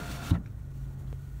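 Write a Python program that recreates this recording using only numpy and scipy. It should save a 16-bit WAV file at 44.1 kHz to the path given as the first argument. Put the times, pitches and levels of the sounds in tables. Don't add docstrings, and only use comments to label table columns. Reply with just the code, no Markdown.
import sys
import numpy as np
from scipy import signal
from scipy.fft import rfft, irfft, next_fast_len
from scipy.io import wavfile

SR = 44100
rng = np.random.default_rng(int(sys.argv[2]) if len(sys.argv) > 2 else 0)


def undo_db(level):
    steps = np.asarray(level, float) / 20
    return 10 ** steps


def store_pcm(level_fs):
    pcm = np.round(np.clip(level_fs, -1, 1) * 32767).astype(np.int16)
    wavfile.write(sys.argv[1], SR, np.atleast_2d(pcm).T)


N = 61739
T = np.arange(N) / SR
FFT_SIZE = next_fast_len(N + 4096)
DRIFT_DB, GRIT_DB = 1.1, 2.5


def evened(x):
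    return x / np.sqrt(np.mean(x ** 2) + 1e-20)


def white():
    return rng.standard_normal(N)


def curve(rows, col=1):
    rows = np.array(rows, float)
    return np.interp(T, rows[:, 0], rows[:, col])


def wander(rate_hz):
    f, t = np.geomspace(rate_hz / 20, rate_hz, num=24), T[::64]
    sines = np.sin(2 * np.pi * (f[:, None] * t + rng.random((24, 1))))
    slow = (sines / np.sqrt(f)[:, None]).sum(0)
    return evened(np.interp(T, t, slow))


def coloured(x, points):
    f, db = np.transpose(points)
    hz = np.fft.rfftfreq(FFT_SIZE, 1 / SR)
    gain = undo_db(np.interp(np.log(hz + 1), np.log(f + 1), db, -80, -80))
    return evened(irfft(rfft(x, FFT_SIZE) * gain, FFT_SIZE)[:N])


def resonate(x, hz, width):
    turn = np.exp(2j * np.pi * np.cumsum(hz * np.ones(len(x))) / SR)
    r = np.exp(-np.pi * width / SR)
    return 2 * (turn * signal.lfilter([1 - r], [1, -r], x / turn)).real


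def grit(per_s, spread_db):
    grains = rng.random(N) < per_s / SR
    strength = undo_db(spread_db * np.minimum(rng.exponential(1, N), 4))
    return white() * (1 + grains * strength)


# pitch in Hz, level in dB, waver in dB.
ENGINE_TONES = [(27.3, -58, 2.5), (87, -52, 2.5), (134.2, -42.5, .8)]
# time in seconds, level of the highest engine tone in dB.
CABIN_BOOM = [(0, -5), (.4, -4), (.58, -7), (.7, 0), (1.0, 0), (1.22, -1), (1.4, -4)]
# pitch in Hz, level in dB, beat period in seconds,
# loudest moment in seconds, beat depth (0 to 1).
ENGINE_BEAT = (55.7, -39.5, .245, .605, .8)
# frequency in Hz, level in dB per Hz.
RUMBLE_COLOUR = [(20, -7), (110, -2), (190, -10), (280, -13), (450, -24.5), (1170, -32.5), (1500, -35),
                 (2600, -47.5)]
# pitch in Hz, width in Hz, level in dB.
FAN_WHISTLES = [(1450, 25, -75), (1350, 200, -77), (1880, 60, -80)]
# frequency in Hz, level in dB per Hz.
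HISS_COLOUR = [(1180, -26.5), (2000, -1), (4980, -3.5), (6920, -2.5), (9800, -4.5), (10700, -10.5),
               (11900, 0), (13200, -11), (15900, -1)]
# time in seconds, level in dB.
HISS_LEVEL = [(0, -8), (.38, -4), (.6, -2.5), (.72, -2.5), (.78, 2), (.9, -0.5), (1.0, 0), (1.1, 0.5),
              (1.4, 1)]


def engine():
    lift_db = [0] * (len(ENGINE_TONES) - 1) + [curve(CABIN_BOOM)]
    out = np.zeros(N)
    for (hz, db, waver_db), lift in zip(ENGINE_TONES, lift_db):
        level = undo_db(db + lift + waver_db * wander(7.2))
        cycles = hz * T + rng.random() + 0.041 * wander(5.94)
        out += level * np.sqrt(2) * np.sin(2 * np.pi * cycles)
    hz, db, period_s, loud_s, depth = ENGINE_BEAT
    beat = 1 - depth + depth * np.cos(np.pi * (T - loud_s) / period_s) ** 2
    level = undo_db(db + DRIFT_DB * wander(7.15)) * beat
    return out + level * np.sqrt(2) * np.sin(2 * np.pi * (hz * T + 0.18 * wander(7.96)))


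def cabin_air():
    rumble_db, hiss_db, whistle_rise_db = -47, -68, 7
    out = undo_db(rumble_db + DRIFT_DB * wander(20)) * coloured(white(), RUMBLE_COLOUR)
    rise_db = whistle_rise_db * (T / T[-1] - .5)
    for hz, width, db in FAN_WHISTLES:
        out += undo_db(db + rise_db + DRIFT_DB * wander(45)) * evened(resonate(white(), hz, width))
    hiss_level = undo_db(hiss_db + curve(HISS_LEVEL) + DRIFT_DB * wander(150))
    return out + hiss_level * coloured(grit(500, GRIT_DB), HISS_COLOUR)


# start in seconds, level in dB, time to fade by 60 dB in seconds,
# what is hit (its place in the list inside ticks, from 0).
TICK_EVENTS = [(.093, -55, .06, 3), (.212, -53, .07, 3), (.246, -53, .09, 3), (.3055, -40.5, .04, 0),
               (.3395, -54, .025, 0), (.4585, -50, .04, 1), (.4725, -59, .035, 1), (.66, -61, .15, 4),
               (.9, -63, .2, 5), (.975, -72, .3, 6), (1.069, -64, .09, 2)]
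# pitch in Hz, width in Hz, level in dB.
GLASS_BODY = [(1100, 600, -1), (2300, 600, -2), (3000, 500, 0), (3850, 400, 3), (5500, 1500, -14)]
RELAY_BODY = [(1400, 400, 0), (2400, 350, -2), (3600, 600, -12), (5500, 800, -12)]
TRIM_BODY = [(3300, 450, -0.73), (4000, 660, -2.6)]
JUDDER_BODY = [(1450, 500, 0), (2200, 1100, -2), (3000, 1000, -6)]
SEAT_LOW_BODY = [(460, 180, 0)]
SEAT_HIGH_BODY = [(860, 150, 0)]
CLOTH_BODY = [(6650, 900, 0)]


def ticks():
    bodies = (GLASS_BODY, RELAY_BODY, TRIM_BODY, JUDDER_BODY, SEAT_LOW_BODY, SEAT_HIGH_BODY, CLOTH_BODY)
    out, t = np.zeros(N), T[:9000]
    for start_s, db, fade_s, which in TICK_EVENTS:
        noise = rng.standard_normal(len(t))
        shape = undo_db(-60 * t / fade_s) * np.minimum(20 * t / fade_s, 1)
        shape_rms = np.sqrt(np.mean(shape ** 2))
        for hz, width, gain_db in bodies[round(which)]:
            ring = resonate(resonate(noise, hz, width), hz, width)
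            burst = evened(shape * ring) * shape_rms
            out[round(start_s * SR):][:len(t)] += undo_db(db + gain_db) * burst
    return out


# pitch in Hz, level in dB, time to fade by 60 dB in seconds.
KNOCK_RINGS = [(450, -4, .02), (240, -12, .03), (6300, -28, .008)]


def knock():
    start_s, level_db, snap_s, top_hz, rebound = 1.1282, -31.5, .00006, 3800, .45
    t = np.maximum(T - start_s, 0)
    u = t / snap_s
    rings = sum(undo_db(db - 60 * t / fade_s) * np.sin(2 * np.pi * hz * t) for hz, db, fade_s in KNOCK_RINGS)
    pulse = np.e * u * (1 - rebound * u) * np.exp(-np.minimum(u, 99))
    snap = signal.lfilter(*signal.butter(2, top_hz, fs=SR), pulse)
    return undo_db(level_db) * (rings - snap)


# pitch in Hz, peak level in dB,
# time to fade by 60 dB in seconds, delay in seconds, swell time in seconds.
DOOR_PANELS = [(87, -13.5, .16, .002, .005), (170, -22, .22, .0002, .008), (262, -23, .06, .0001, .003),
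               (310, -23, .055, .0015, .003), (112, -15, .12, .004, .005), (170, -23, .15, .0293, .003),
               (200, -31, .15, .07, .01), (106, -33, .9, .1, .05)]
# frequency in Hz, level in dB per Hz.
SHUDDER_COLOUR = [(50, -40), (100, -2), (250, 1), (420, -15.5), (800, -21), (1500, -28.5)]


def thump():
    stop_s, shudder_db, shudder_fade_s = .3085, -27.5, .28
    t = np.maximum(T - stop_s, 0)
    shudder_level = undo_db(shudder_db - 60 * t / shudder_fade_s) * np.minimum(t / .008, 1)
    out = shudder_level * coloured(white(), SHUDDER_COLOUR)
    for hz, db, fade_s, delay_s, swell_s in DOOR_PANELS:
        t = np.maximum(T - stop_s - delay_s, 0)
        out -= undo_db(db - 60 * t / fade_s) * (1 - np.exp(-t / swell_s)) * np.sin(2 * np.pi * hz * t)
    return out


# start, loudest moment and end in seconds, level in dB.
GROAN = (.34, .361, .395, -46)
# pitch in Hz, width in Hz, level in dB.
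GROAN_RINGS = [(400, 250, -1), (770, 130, -1), (1370, 250, -5), (1830, 260, 2), (2300, 300, -9)]


def stall():
    start_s, peak_s, end_s, level_db = GROAN
    rub = grit(2000, 2 * GRIT_DB)
    sag = 1 - .15 * np.clip((T - peak_s) / (end_s - start_s), -1, 1)
    ring = np.zeros(N)
    for hz, width, db in GROAN_RINGS:
        ring += undo_db(db) * evened(resonate(resonate(rub, hz * sag, width), hz * sag, 2 * width))
    shape = np.interp(T, [start_s, start_s + .003, peak_s, end_s], [0, 0.77, 1, 0.016]) ** 2
    return undo_db(level_db) * shape * evened(ring)


# frequency in Hz, level in dB per Hz.
SCRAPE_COLOUR = [(880, -31), (1500, -5), (1940, -12), (2610, -8.5), (4070, -9), (4500, -11), (4820, -8.5),
                 (13200, -18), (15900, -19)]
# pitch in Hz, width in Hz, level in dB.
GLASS_RINGS = [(2250, 250, -15), (2650, 120, -17), (3550, 200, -15), (4420, 110, -14)]
# start and end in seconds, first and last pitch in Hz, width in Hz, level in dB.
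SEAL_SQUEAK = (.09, .155, 8900, 8600, 200, -64)


def seal():
    rub = grit(1200, GRIT_DB)
    scrape = coloured(rub, SCRAPE_COLOUR)
    for hz, width, db in GLASS_RINGS:
        scrape += undo_db(db + 1.5 * wander(25)) * evened(resonate(rub, hz, width))
    level = undo_db(curve(WINDOW_RUN, col=3) + DRIFT_DB * wander(82.8))
    start_s, end_s, first_hz, last_hz, width, db = SEAL_SQUEAK
    u = np.clip((T - start_s) / (end_s - start_s), 0, 1)
    squeak = evened(resonate(white(), first_hz + (last_hz - first_hz) * u, width))
    return level * scrape + undo_db(db) * abs(np.sin(np.pi * u)) ** .5 * squeak


# time in seconds, pitch of the motor's second line in Hz,
# motor level in dB, seal scrape level in dB.
WINDOW_RUN = [
    (0, 1408, -43.5, -51),
    (.13, 1396, -48, -50),
    (.22, 1396, -46, -50.5),
    (.27, 1382, -47.5, -47.5),
    (.309, 1389, -45, -47.5),
    (.317, 1360, -54, -61.5),
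    (.36, 1326, -45, -66),
    (.385, 1310, -89, -82),
    (.42, 1290, -86, -100),
]
# multiple of the commutator (switching contact) rate, level in dB.
MOTOR_LINES = [(.9, -9), (1, -2), (1.7, -14), (2, -1)]
# frequency in Hz, level in dB per Hz.
GEAR_COLOUR = [(60, -23), (150, 0.5), (300, -10), (550, -16), (1100, -17), (1400, -14.5), (2000, -24),
               (5000, -43)]


def motor():
    lines_db, waver_db, fuzz_hz, fuzz_share = -5, 1.1, 20, .25
    hz = curve(WINDOW_RUN) / 2
    turns = np.cumsum(hz) / SR
    whine = np.zeros(N)
    for k, db in MOTOR_LINES:
        clean = np.sqrt(2) * np.sin(2 * np.pi * (k * turns + rng.random()))
        fuzz = evened(resonate(white(), k * hz, k * fuzz_hz))
        whine += undo_db(lines_db + db + waver_db * wander(43)) * (clean + fuzz_share * fuzz)
    shaft = 1 + 0.27 * np.cos(2 * np.pi * turns / 8)
    gears = coloured(grit(900, GRIT_DB) * shaft, GEAR_COLOUR) * undo_db(DRIFT_DB * wander(30.3))
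    return undo_db(curve(WINDOW_RUN, col=2)) * (whine + undo_db(3.5) * gears)


def scene():
    background = engine() + cabin_air()
    hits = ticks() + knock() + thump()
    window = stall() + seal() + motor()
    return (background + hits + window)[None]


def low_pass(x):
    return signal.sosfilt(signal.butter(12, 16090, fs=SR, output="sos"), x)


# frequency in Hz, width in Hz, depth in dB.
PORT_DIPS = [(4950, 390, 3.9), (10520, 480, 3.6)]


def record(dry):
    top_edge_hz = 15750
    hz = np.fft.rfftfreq(FFT_SIZE, 1 / SR)
    loss_db = 80 * (hz > top_edge_hz)
    loss_db = loss_db + sum(db * np.exp(-((hz - f) / width) ** 2) for f, width, db in PORT_DIPS)
    mix = irfft(rfft(dry, FFT_SIZE, axis=1) * undo_db(-loss_db), FFT_SIZE, axis=1)[:, :N]
    return low_pass(mix)


dry = scene()
out = record(dry)
store_pcm(out)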